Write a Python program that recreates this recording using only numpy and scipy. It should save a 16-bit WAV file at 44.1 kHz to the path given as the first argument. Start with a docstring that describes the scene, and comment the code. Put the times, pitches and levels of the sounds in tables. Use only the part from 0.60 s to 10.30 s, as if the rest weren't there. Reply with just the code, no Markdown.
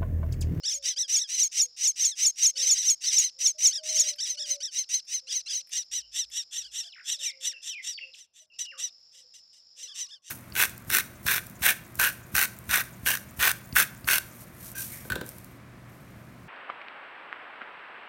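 """Three nestlings beg close by in a twig nest while a parent feeds them; twigs snap.
Each call is a rasp of membrane slaps that tightens into a bent whistle with overtones.
Behind them throughout: a cooing dove, an insect's chirr, air and leaves; at times a faint low hum.
The loud chick, a dull thump at some call peaks, stops at 3.5 s. From 5 s the others tire, beaks half
shut, and a far bird whistles. Late calls are sparse; chirr, air and leaves dip near 7.8 s and 9.6 s."""
import sys
import numpy as np
from scipy import signal
from scipy.fft import rfft, irfft, next_fast_len
from scipy.io import wavfile
from scipy.ndimage import uniform_filter1d

SR = 44100
rng = np.random.default_rng(int(sys.argv[2]) if len(sys.argv) > 2 else 0)


def dump_mix(stems):
    """Bounce the given channels to the path in sys.argv[1] as a 16-bit WAV at rate SR."""
    frames = np.atleast_2d(stems).T  # one column per channel
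    limited = np.clip(frames, -1, 1)  # hard clip at full scale
    pcm = np.round(limited * 32767).astype(np.int16)
    wavfile.write(sys.argv[1], SR, pcm)


N = 427769
TIME = np.arange(N) / SR

# noise spectra: (frequency [Hz], relative density [dB])
AIR_SPECTRUM = [(25, -21), (60, 0), (150, -1.5), (350, -8.5), (540, -1), (1000, -9.5)]
LEAF_SPECTRUM = [(700, 8), (1500, 11), (3000, 1), (6000, -15), (9000, -3), (15000, -3)]
CHIRR_SPECTRUM = [(3900, -20.5), (4600, -10), (5200, 6.5), (5600, -1.5), (6200, -32), (7200, -15),
                  (8200, -48)]
THUMP_SPECTRUM = [(30, 5), (80, 3), (150, -3.5), (300, -22), (600, -10), (810, 1.5), (1000, -23)]
TWIG_SPECTRUM = [(900, -24), (2000, 7), (7000, -6), (12000, 4), (15500, -15)]
# background dips, inactive if end precedes start: (start [s], end [s])
LULL_SPANS = [(7.622, 7.92), (8.62, 8.05), (9.58, 9.9)]
# hum spells: (start [s], length [s], level [dB])
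HUM_SPELLS = [(0, 0.34, -73), (5.276, 0.49, -73), (5.951, 0.3, -75)]
# dove notes: (start [s], length [s], relative level [dB], nominal pitch [Hz])
DOVE_COOS = [(0.014, 0.024, -69, 540), (0.116, 0.16, -63.5, 553.6), (0.359, 0.048, -65.5, 544),
             (0.942, 0.14, -71, 504.4), (1.93, 0.16, -63.5, 525), (2.171, 0.06, -76.5, 500.6),
             (2.744, 0.15, -69.5, 511), (2.939, 0.067, -64, 613), (3.151, 0.41, -55.5, 616.4),
             (3.712, 0.32, -58.5, 586.4), (4.616, 0.08, -69.5, 516), (4.905, 0.062, -70, 546.6),
             (6.569, 0.066, -71.5, 571), (6.713, 0.13, -69.5, 525), (6.892, 0.052, -74, 532),
             (7.397, 0.097, -70.5, 527.4), (7.806, 0.033, -76.5, 628), (8.112, 0.067, -66, 533),
             (8.535, 0.13, -74, 514.4), (9.165, 0.092, -71.5, 513.5)]
# far bird, steep and near-level notes: (start [s], length [s], onset pitch [Hz], relative level [dB])
FAR_SLURS = [(6.32, 0.023, 4684, -45.5), (6.58, 0.14, 4054, -40), (6.91, 0.028, 3010, -50),
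             (7.07, 0.15, 4037, -37.5), (7.375, 0.019, 4005, -36), (7.535, 0.016, 4580, -44),
             (8.11, 0.034, 2680, -48.5)]
FAR_NOTES = [(5.40, 0.068, 3125, -57), (6.20, 0.084, 756, -69.5), (6.935, 0.04, 2954, -43.5),
             (7.33, 0.04, 4785, -39.5), (7.41, 0.031, 2940, -37.5), (7.90, 0.066, 2874, -58),
             (8.05, 0.0633, 2980, -42), (8.14, 0.05, 1226, -58), (8.19, 0.079, 747, -69),
             (9.28, 0.23, 1190, -69.5)]
# low thumps and twig snaps: (time [s], relative level [dB])
LOW_THUMPS = [(.562, -57), (0.837, -78), (1.67, -78), (1.862, -68.5), (3.398, -80)]
TWIG_SNAPS = [(1.755, -57), (3.558, -34.5), (4.45, -49), (5.072, -40), (5.093, -34.5), (5.247, -53),
              (5.70, -38), (8.398, -61)]
# tiring: (time [s], beak closure [0-1])
BEAK_CLOSURE = [(0, 0.08), (4.9, 0), (5.7, 0.9), (6.5, 0.9), (9.7, 0.47)]
# throat and beak response: (frequency [Hz], gaping gain [dB], half-shut gain [dB])
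THROAT_RESPONSE = [(500, -78, -56), (1170, -25.5, -25), (1854, -16.5, -19), (2376, -4.5, -16.5),
                   (2760, -5, -10.5), (3377, -8.5, 1), (4800, -6, -22.5), (6004, 11.5, 1), (6980, -13, -23),
                   (6600, -5, 3), (9310, -10, -17.5), (10950, -29, -31), (11500, -30, -19),
                   (14960, -24.5, -38.5)]
# loud and steady chicks' calls: (start [s], crest [s], relative level [dB])
LOUD_BEGS = [(.09, 0.145, -32), (0.477, 0.567, -24), (.718, 0.837, -23.5), (0.912, 1.02, -24.5),
             (1.163, 1.278, -23.5), (1.354, 1.456, -24), (1.551, 1.668, -21), (1.754, 1.869, -22),
             (1.98, 2.116, -22), (2.206, 2.305, -22.5), (2.468, 2.59, -22.5), (2.785, 2.877, -24),
             (2.981, 3.073, -21.5), (3.288, 3.4, -24.5)]
STEADY_BEGS = [(0.222, 0.287, -27.5), (.673, 0.74, -27.5), (1.355, 1.418, -35), (1.948, 2.028, -28.5),
               (2.127, 2.185, -29), (2.403, 2.472, -31), (2.58, 2.641, -25.5), (3.23, 3.296, -30.5),
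               (3.428, 3.485, -29), (3.641, 3.7, -29.5), (3.851, 3.909, -29.5), (4.108, 4.188, -27.5),
               (4.287, 4.347, -27), (4.466, 4.544, -29), (4.674, 4.758, -29.5), (4.873, 4.958, -29),
               (5.104, 5.177, -28), (5.311, 5.36, -28), (5.514, 5.593, -27.5), (5.709, 5.779, -30.5),
               (5.907, 5.981, -32), (6.11, 6.187, -30.5), (6.432, 6.519, -29), (6.58, 6.661, -28.5),
               (6.802, 6.872, -29), (7.016, 7.089, -33.5), (7.221, 7.29, -34), (7.536, 7.604, -52.5),
               (7.733, 7.802, -55.5), (7.986, 8.008, -32), (8.174, 8.237, -32), (8.518, 8.587, -54),
               (8.736, 8.758, -55), (8.926, 8.967, -63.5), (9.152, 9.232, -41), (9.338, 9.413, -32.5),
               (9.618, 9.696, -51)]
# clear chick's calls: (crest [s], pitch factor [ratio], relative level [dB])
CLEAR_PEEPS = [(.084, 1.005, -36.5), (.288, 1.05, -40), (0.412, 1.07, -36.5), (.62, 1.05, -40.5),
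               (1.497, 1.124, -39), (2.006, 1.005, -38.5), (2.208, 1.07, -38), (2.488, 1.025, -36),
               (3.159, 1.002, -40), (3.415, 1.04, -38), (3.634, 1.04, -37), (3.822, 0.99, -42),
               (4.054, 1.02, -41), (4.719, .93, -46.5), (4.91, .92, -45.5), (6.059, 0.88, -56),
               (6.271, 0.91, -55.5), (9.309, 0.94, -58), (9.534, 0.96, -59)]
# whistle contours: (time from crest [s], nominal third partial [Hz])
LOUD_CONTOUR = [(-.115, 5400), (-.07, 6000), (-.052, 5700), (-.032, 6450), (-.008, 5300), (-.001, 7100),
                (.03, 6280), (.042, 6650)]
STEADY_CONTOUR = [(-.08, 5250), (-.025, 5900), (-.011, 5700), (0, 6380), (.024, 5960), (.037, 6050),
                  (.047, 5550), (.058, 4000)]
CLEAR_CONTOUR = [(-.052, 4360), (-.035, 4490), (-.019, 5880), (-.002, 5050), (.007, 5880), (.022, 5000),
                 (0.052, 4380)]
# whistle partials: (multiple of fundamental [ratio], relative level [dB])
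LOUD_TIMBRE = [(1, -89.5), (1.94, -18.5), (3, 3), (3.85, -16.5), (4.9, -26.5), (5.95, -24)]
STEADY_TIMBRE = [(1, -31), (2, -16), (3, -3), (3.952, -61), (4.948, -31.5), (6, -33), (7, -40)]
CLEAR_TIMBRE = [(1, -24), (2, -7.5), (3, 8), (4, -7), (5, -18), (6, -21.5), (7, -42)]

# swell within a call; peak_s counts from the crest
LOUD_VOICE = dict(gain_db=-1.5, peak_s=-0.0013, rise_s=0.079, fall_s=0.044)
LOUD_RASP = dict(gain_db=-16, peak_s=-0.04, rise_s=0.073, fall_s=0.088)
STEADY_VOICE = dict(gain_db=-0.5, peak_s=0.011, rise_s=0.069, fall_s=0.048)
STEADY_RASP = dict(gain_db=-5, peak_s=-0.02, rise_s=0.048, fall_s=0.071)
CLEAR_VOICE = dict(gain_db=-2, peak_s=-0.006, rise_s=0.052, fall_s=0.05)
CLEAR_RASP = dict(gain_db=6, peak_s=-0.027, rise_s=0.1, fall_s=0.068)


def from_db(db):
    return 10 ** (np.asarray(db) / 20)


def unit_rms(x):
    return x / np.sqrt(np.mean(x ** 2) + 1e-20)


def evened(x):
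    """Hold rms at 1 over 7 ms."""
    return x / np.sqrt(np.abs(uniform_filter1d(x ** 2, size=300)) + 1e-12)


def add(out, start_s, sound):
    at = max(0, round(start_s * SR))
    out[at:at + len(sound)] += sound[:max(0, N - at)]


def wobble(hz):
    """Low-passed noise, rms 1."""
    lowpass = signal.butter(2, hz, fs=SR, output="sos")
    return unit_rms(signal.sosfilt(lowpass, rng.standard_normal(N + SR))[SR:])


def coloured(x, spectrum):
    """Apply a spectrum, rolled off beyond its ends; rms 1."""
    hz, db = np.transpose(spectrum)
    size = next_fast_len(N)
    bin_hz = np.fft.rfftfreq(size, 1 / SR) + 1
    gain = from_db(np.interp(np.log(bin_hz), np.log(hz), db))
    rolloff = np.minimum(1, np.minimum(bin_hz / hz[0], hz[-1] / bin_hz)) ** 2
    return unit_rms(irfft(rfft(x, size) * gain * rolloff, size)[:N])


def noise(spectrum):
    return coloured(rng.standard_normal(N), spectrum)


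def glides(notes, waver, taper, fall_octaves=0, curve=1):
    """Tapered sine notes sharing one fall; curve < 1 falls early, > 1 late."""
    out, bend = np.zeros(N), 1 + waver * wobble(49)
    for start_s, length_s, onset_hz, db in notes:
        size = round(length_s * SR)
        hz = onset_hz * 2 ** (-fall_octaves * np.linspace(0, 1, size) ** curve)
        hz *= np.roll(bend, -round(start_s * SR))[:size]
        tone = np.sqrt(2) * np.sin(2 * np.pi * np.cumsum(hz) / SR)
        add(out, start_s, from_db(db) * signal.windows.tukey(size, taper) * tone)
    return out


def among_trees(x, wet_db, t60_s):
    """Trunks and leaves scatter a short tail."""
    t = TIME[:SR]
    tail = rng.standard_normal(SR) * from_db(-60 * t / t60_s) * (1 - np.exp(-t / 0.003))
    return x + from_db(wet_db) * signal.fftconvolve(x, tail / np.linalg.norm(tail))[:N]


def lull(edge_s=0.04):
    """Depth of the background dip, 0-1."""
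    return sum(np.clip(0.5 + np.minimum(TIME - start_s, end_s - TIME) / edge_s, 0, 1)
               for start_s, end_s in LULL_SPANS)


def air_and_leaves():
    """Low rush of air, faint hiss of leaves."""
    air = from_db(-83.5 - 6.5 * lull()) * noise(AIR_SPECTRUM)
    leaves = from_db(-86 - 10 * lull()) * noise(LEAF_SPECTRUM)
    return air + leaves


def hum(hz=54.4, octave_db=-11):
    """Intermittent low tone with a weak octave."""
    low = [(start_s, length_s, hz, db) for start_s, length_s, db in HUM_SPELLS]
    octave = [(start_s, length_s, 2 * hz, db + octave_db) for start_s, length_s, db in HUM_SPELLS]
    return glides(low, waver=0.06, taper=0.26) + glides(octave, waver=0.091, taper=0.24)


def insect(throb_hz=47, depth=0.19, start_db=-54.5, fade_db_per_s=0.35, lull_db=-24.5):
    """Throbbing narrow-band chirr, slowly fading."""
    rate_hz = throb_hz * (1 + 0.0085 * wobble(20))
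    throb = 1 + depth * np.sin(2 * np.pi * np.cumsum(rate_hz) / SR)
    return from_db(start_db - fade_db_per_s * TIME + lull_db * lull()) * throb * noise(CHIRR_SPECTRUM)


def dove(onset_ratio=1.015):
    """Distant coos: each holds its pitch, then drops."""
    notes = [(start_s, length_s, hz * onset_ratio, db) for start_s, length_s, db, hz in DOVE_COOS]
    coos = glides(notes, waver=0.012, taper=0.45, fall_octaves=0.16, curve=3.8)
    return among_trees(from_db(-0.5) * coos, wet_db=2, t60_s=0.25)


def far_bird(trim_db=-4):
    """Steep slurs, near-level notes and one stutter of four tiny slurs, each louder than the last."""
    stutter = [(6.348 + 0.016 * k, 0.021, 2800, -51.5 + 2 * k) for k in range(4)]
    slurs = glides(FAR_SLURS + stutter, waver=0.0315, taper=0.24, fall_octaves=1.05, curve=0.84)
    notes = glides(FAR_NOTES, waver=0.034, taper=0.063, fall_octaves=0.113, curve=0.79)
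    song = among_trees(slurs, wet_db=-8, t60_s=0.3) + among_trees(notes, wet_db=-5, t60_s=0.4)
    return from_db(trim_db) * song


def thumps(length_s=0.03):
    """Soft, dull low thumps at the peaks of some of the loud chick's calls."""
    envelope, bell = np.zeros(N), signal.windows.hann(round(length_s * SR))
    for time_s, db in LOW_THUMPS:
        add(envelope, time_s - length_s / 2, from_db(db) * bell)
    return envelope * noise(THUMP_SPECTRUM)


def twigs(decay_s=0.0082, trim_db=-19):
    """Twigs snap under the birds: dry noise bursts."""
    envelope, t = np.zeros(N), TIME[:SR // 20]
    for time_s, db in TWIG_SNAPS:
        add(envelope, time_s, from_db(db) * np.exp(-t / decay_s))
    return from_db(trim_db) * envelope * noise(TWIG_SPECTRUM)


def tiredness(time_s):
    """Beak closure: 0 gaping, 1 half shut."""
    return np.clip(np.interp(time_s, *np.transpose(BEAK_CLOSURE)), 0, 1)


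def throat(source):
    """Resonances crossfade as the beak closes."""
    hz, gaping_db, shut_db = np.transpose(THROAT_RESPONSE)
    gaping, shut = coloured(source, np.c_[hz, gaping_db]), coloured(source, np.c_[hz, shut_db])
    closure = tiredness(TIME)
    return (1 - closure) * gaping + closure * shut


def membrane_slaps(rate_hz, jitter=0.35, decay_s=0.001):
    """Slack membranes slap shut at uneven intervals; each slap dies fast. Rms 1."""
    cycles = np.cumsum(rate_hz * np.exp(jitter * wobble(400))) / SR
    slaps = np.diff(np.floor(cycles), prepend=0) * from_db(0.67 * wobble(500))
    return evened(signal.lfilter([1], [1, -np.exp(-1 / (decay_s * SR))], slaps + 1e-18))


def swell(t, gain_db, peak_s, rise_s, fall_s):
    """Bell-shaped gain, 20 dB down at rise_s before and fall_s after the peak."""
    return from_db(gain_db - 20 * ((t - peak_s) / np.where(t < peak_s, rise_s, fall_s)) ** 2)


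def gestures(calls, contour, voice, rasp, rough_floor, rough_per_s, accent_db, accent_at_s, accent_s):
    """Pitch, voice gain, rasp gain, roughness: a call starts rough, clears and rings out at its crest."""
    attack_s, release_s, wander_hz = 0.0058, 0.0043, 30
    sag_s = 0.076   # sag: share of pitch lost this long after the crest
    muffle_db, rasp_db_per_db = -2.5, 0.74   # a closing beak muffles the whistle
    knot_s, knot_hz = np.transpose(contour)
    median_db = np.median([call[-1] for call in calls])
    tracks = np.zeros((4, N))
    tracks[0] = np.mean(knot_hz)   # resting pitch
    for start_s, crest_s, factor, sag, db in calls:
        span = slice(*np.searchsorted(TIME, [start_s, crest_s + knot_s[-1] + release_s]))
        t = TIME[span] - crest_s
        attack, release = (TIME[span] - start_s) / attack_s, 1 - (t - knot_s[-1]) / release_s
        gate = np.clip(np.minimum(attack, release), 0, 1)
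        hz = uniform_filter1d(np.interp(t, knot_s, knot_hz), size=180) * factor
        hz *= 1 - sag * np.maximum(t, 0) / sag_s
        ring_db = accent_db * np.exp(-((t - accent_at_s) / accent_s) ** 2)
        voice_gain = from_db(db + muffle_db * tiredness(crest_s) + ring_db) * swell(t, **voice)
        rasp_gain = from_db(median_db + rasp_db_per_db * (db - median_db)) * swell(t, **rasp)
        rough = np.clip(rough_floor + rough_per_s * np.maximum(-t, 0), 0, 1)
        tracks[:, span] = hz, gate * voice_gain, gate * rasp_gain, rough
    hz, voice_gain, rasp_gain, rough = tracks
    hz *= 1 + 0.011 * wobble(wander_hz)
    voice_gain *= from_db(1.8 * wobble(wander_hz))
    rasp_gain *= from_db(2.5 * wobble(wander_hz))
    return hz, voice_gain, rasp_gain, rough


def chick(gesture, partials, voice_db, rasp_db, slap_hz, jitter, blur_hz, mellow, windpipe_db):
    """Whistle with overtones, chopped by membrane slaps, over a period-doubled buzz."""
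    windpipe_hz, width_hz = 3550, 260
    hz, voice_gain, rasp_gain, rough = gesture
    slaps = membrane_slaps(slap_hz)
    f0_hz = hz / 3 * (1 + jitter * rough * wobble(900) + 0.006 * wobble(70))
    phase = 2 * np.pi * np.cumsum(f0_hz) / SR
    # a soft voice keeps more of its two lowest partials
    low_boost = np.clip(voice_gain.max() / (voice_gain + 1e-9), 1, 20) ** mellow
    tone = 0
    for k, db in partials:
        resonance_db = windpipe_db * np.exp(-((k * f0_hz - windpipe_hz) / width_hz) ** 2)
        flicker_db = 2 * wobble(60) * (round(k) != 3)
        gain = from_db(db + resonance_db + flicker_db) * (low_boost if k < 2.5 else 1)
        tone += gain * np.sin(k * phase)
    chop = evened(signal.sosfilt(signal.butter(2, 700, fs=SR, output="sos"), slaps))
    bass_cut = signal.butter(6, 1500, "high", fs=SR, output="sos")   # the whistle carries no bass below 1.5 kHz
    whistle = signal.sosfilt(bass_cut, tone * (1 - rough + rough * chop))
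    # half multiples around the third partial, each shaking in pitch on its own
    shake = 2 * np.pi * blur_hz * (0.5 + rough) / SR
    buzz = sum(np.sin(k * phase / 2 + np.cumsum(shake * wobble(300))) for k in np.r_[2:6, 7:17])
    noisy_buzz = unit_rms(buzz) + 0.45 * rng.standard_normal(N)
    rasp = throat(evened(noisy_buzz * slaps))
    return from_db(voice_db) * voice_gain * whistle + from_db(rasp_db) * rasp_gain * rasp


def clear_chick():
    """Clear peeps with little rasp."""
    calls = [(crest_s + CLEAR_CONTOUR[0][0], crest_s, factor, 0, db)
             for crest_s, factor, db in CLEAR_PEEPS]
    gesture = gestures(calls, CLEAR_CONTOUR, CLEAR_VOICE, CLEAR_RASP, rough_floor=0.087, rough_per_s=5,
                       accent_db=2.5, accent_at_s=0, accent_s=0.0058)
    return chick(gesture, CLEAR_TIMBRE, voice_db=6, rasp_db=-10, slap_hz=907, jitter=0.027,
                 blur_hz=196, mellow=0.58, windpipe_db=2.5)


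def steady_chick(tired_drop=0.046, fresh_sag=-0.013, tired_sag=0.1):
    """About five calls a second; pitch drops and sags as it tires."""
    calls = [(start_s, crest_s, 1 - tired_drop * tiredness(crest_s),
              fresh_sag + tired_sag * tiredness(crest_s), db) for start_s, crest_s, db in STEADY_BEGS]
    gesture = gestures(calls, STEADY_CONTOUR, STEADY_VOICE, STEADY_RASP, rough_floor=0.14,
                       rough_per_s=12.81, accent_db=4.5, accent_at_s=0.0061, accent_s=0.0083)
    return chick(gesture, STEADY_TIMBRE, voice_db=5, rasp_db=0.5, slap_hz=709.5, jitter=0.012,
                 blur_hz=148.3, mellow=0.017, windpipe_db=4)


def loud_chick(fresh_sag=-0.025, sag_per_s=0.03):
    """One loud bout; call endings sag more as it goes on."""
    calls = [(start_s, crest_s, 1, fresh_sag + sag_per_s * crest_s, db)
             for start_s, crest_s, db in LOUD_BEGS]
    gesture = gestures(calls, LOUD_CONTOUR, LOUD_VOICE, LOUD_RASP, rough_floor=0.09, rough_per_s=10.99,
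                       accent_db=2, accent_at_s=0.002, accent_s=0.0057)
    return chick(gesture, LOUD_TIMBRE, voice_db=4.5, rasp_db=7, slap_hz=620, jitter=0.011,
                 blur_hz=130, mellow=0.06, windpipe_db=2)


def scene():
    """Background plus a nearly dry nest; mono."""
    background = air_and_leaves() + hum() + insect() + dove() + far_bird()
    near = thumps() + twigs() + clear_chick() + steady_chick() + loud_chick()
    return (background + among_trees(near, wet_db=-34, t60_s=0.26))[None]


def record(dry):
    """Steep low-pass at 15.7 kHz."""
    return signal.sosfilt(signal.ellip(12, 0.1, 80, 15700, fs=SR, output="sos"), dry)


dry = scene()
out = record(dry)
dump_mix(out)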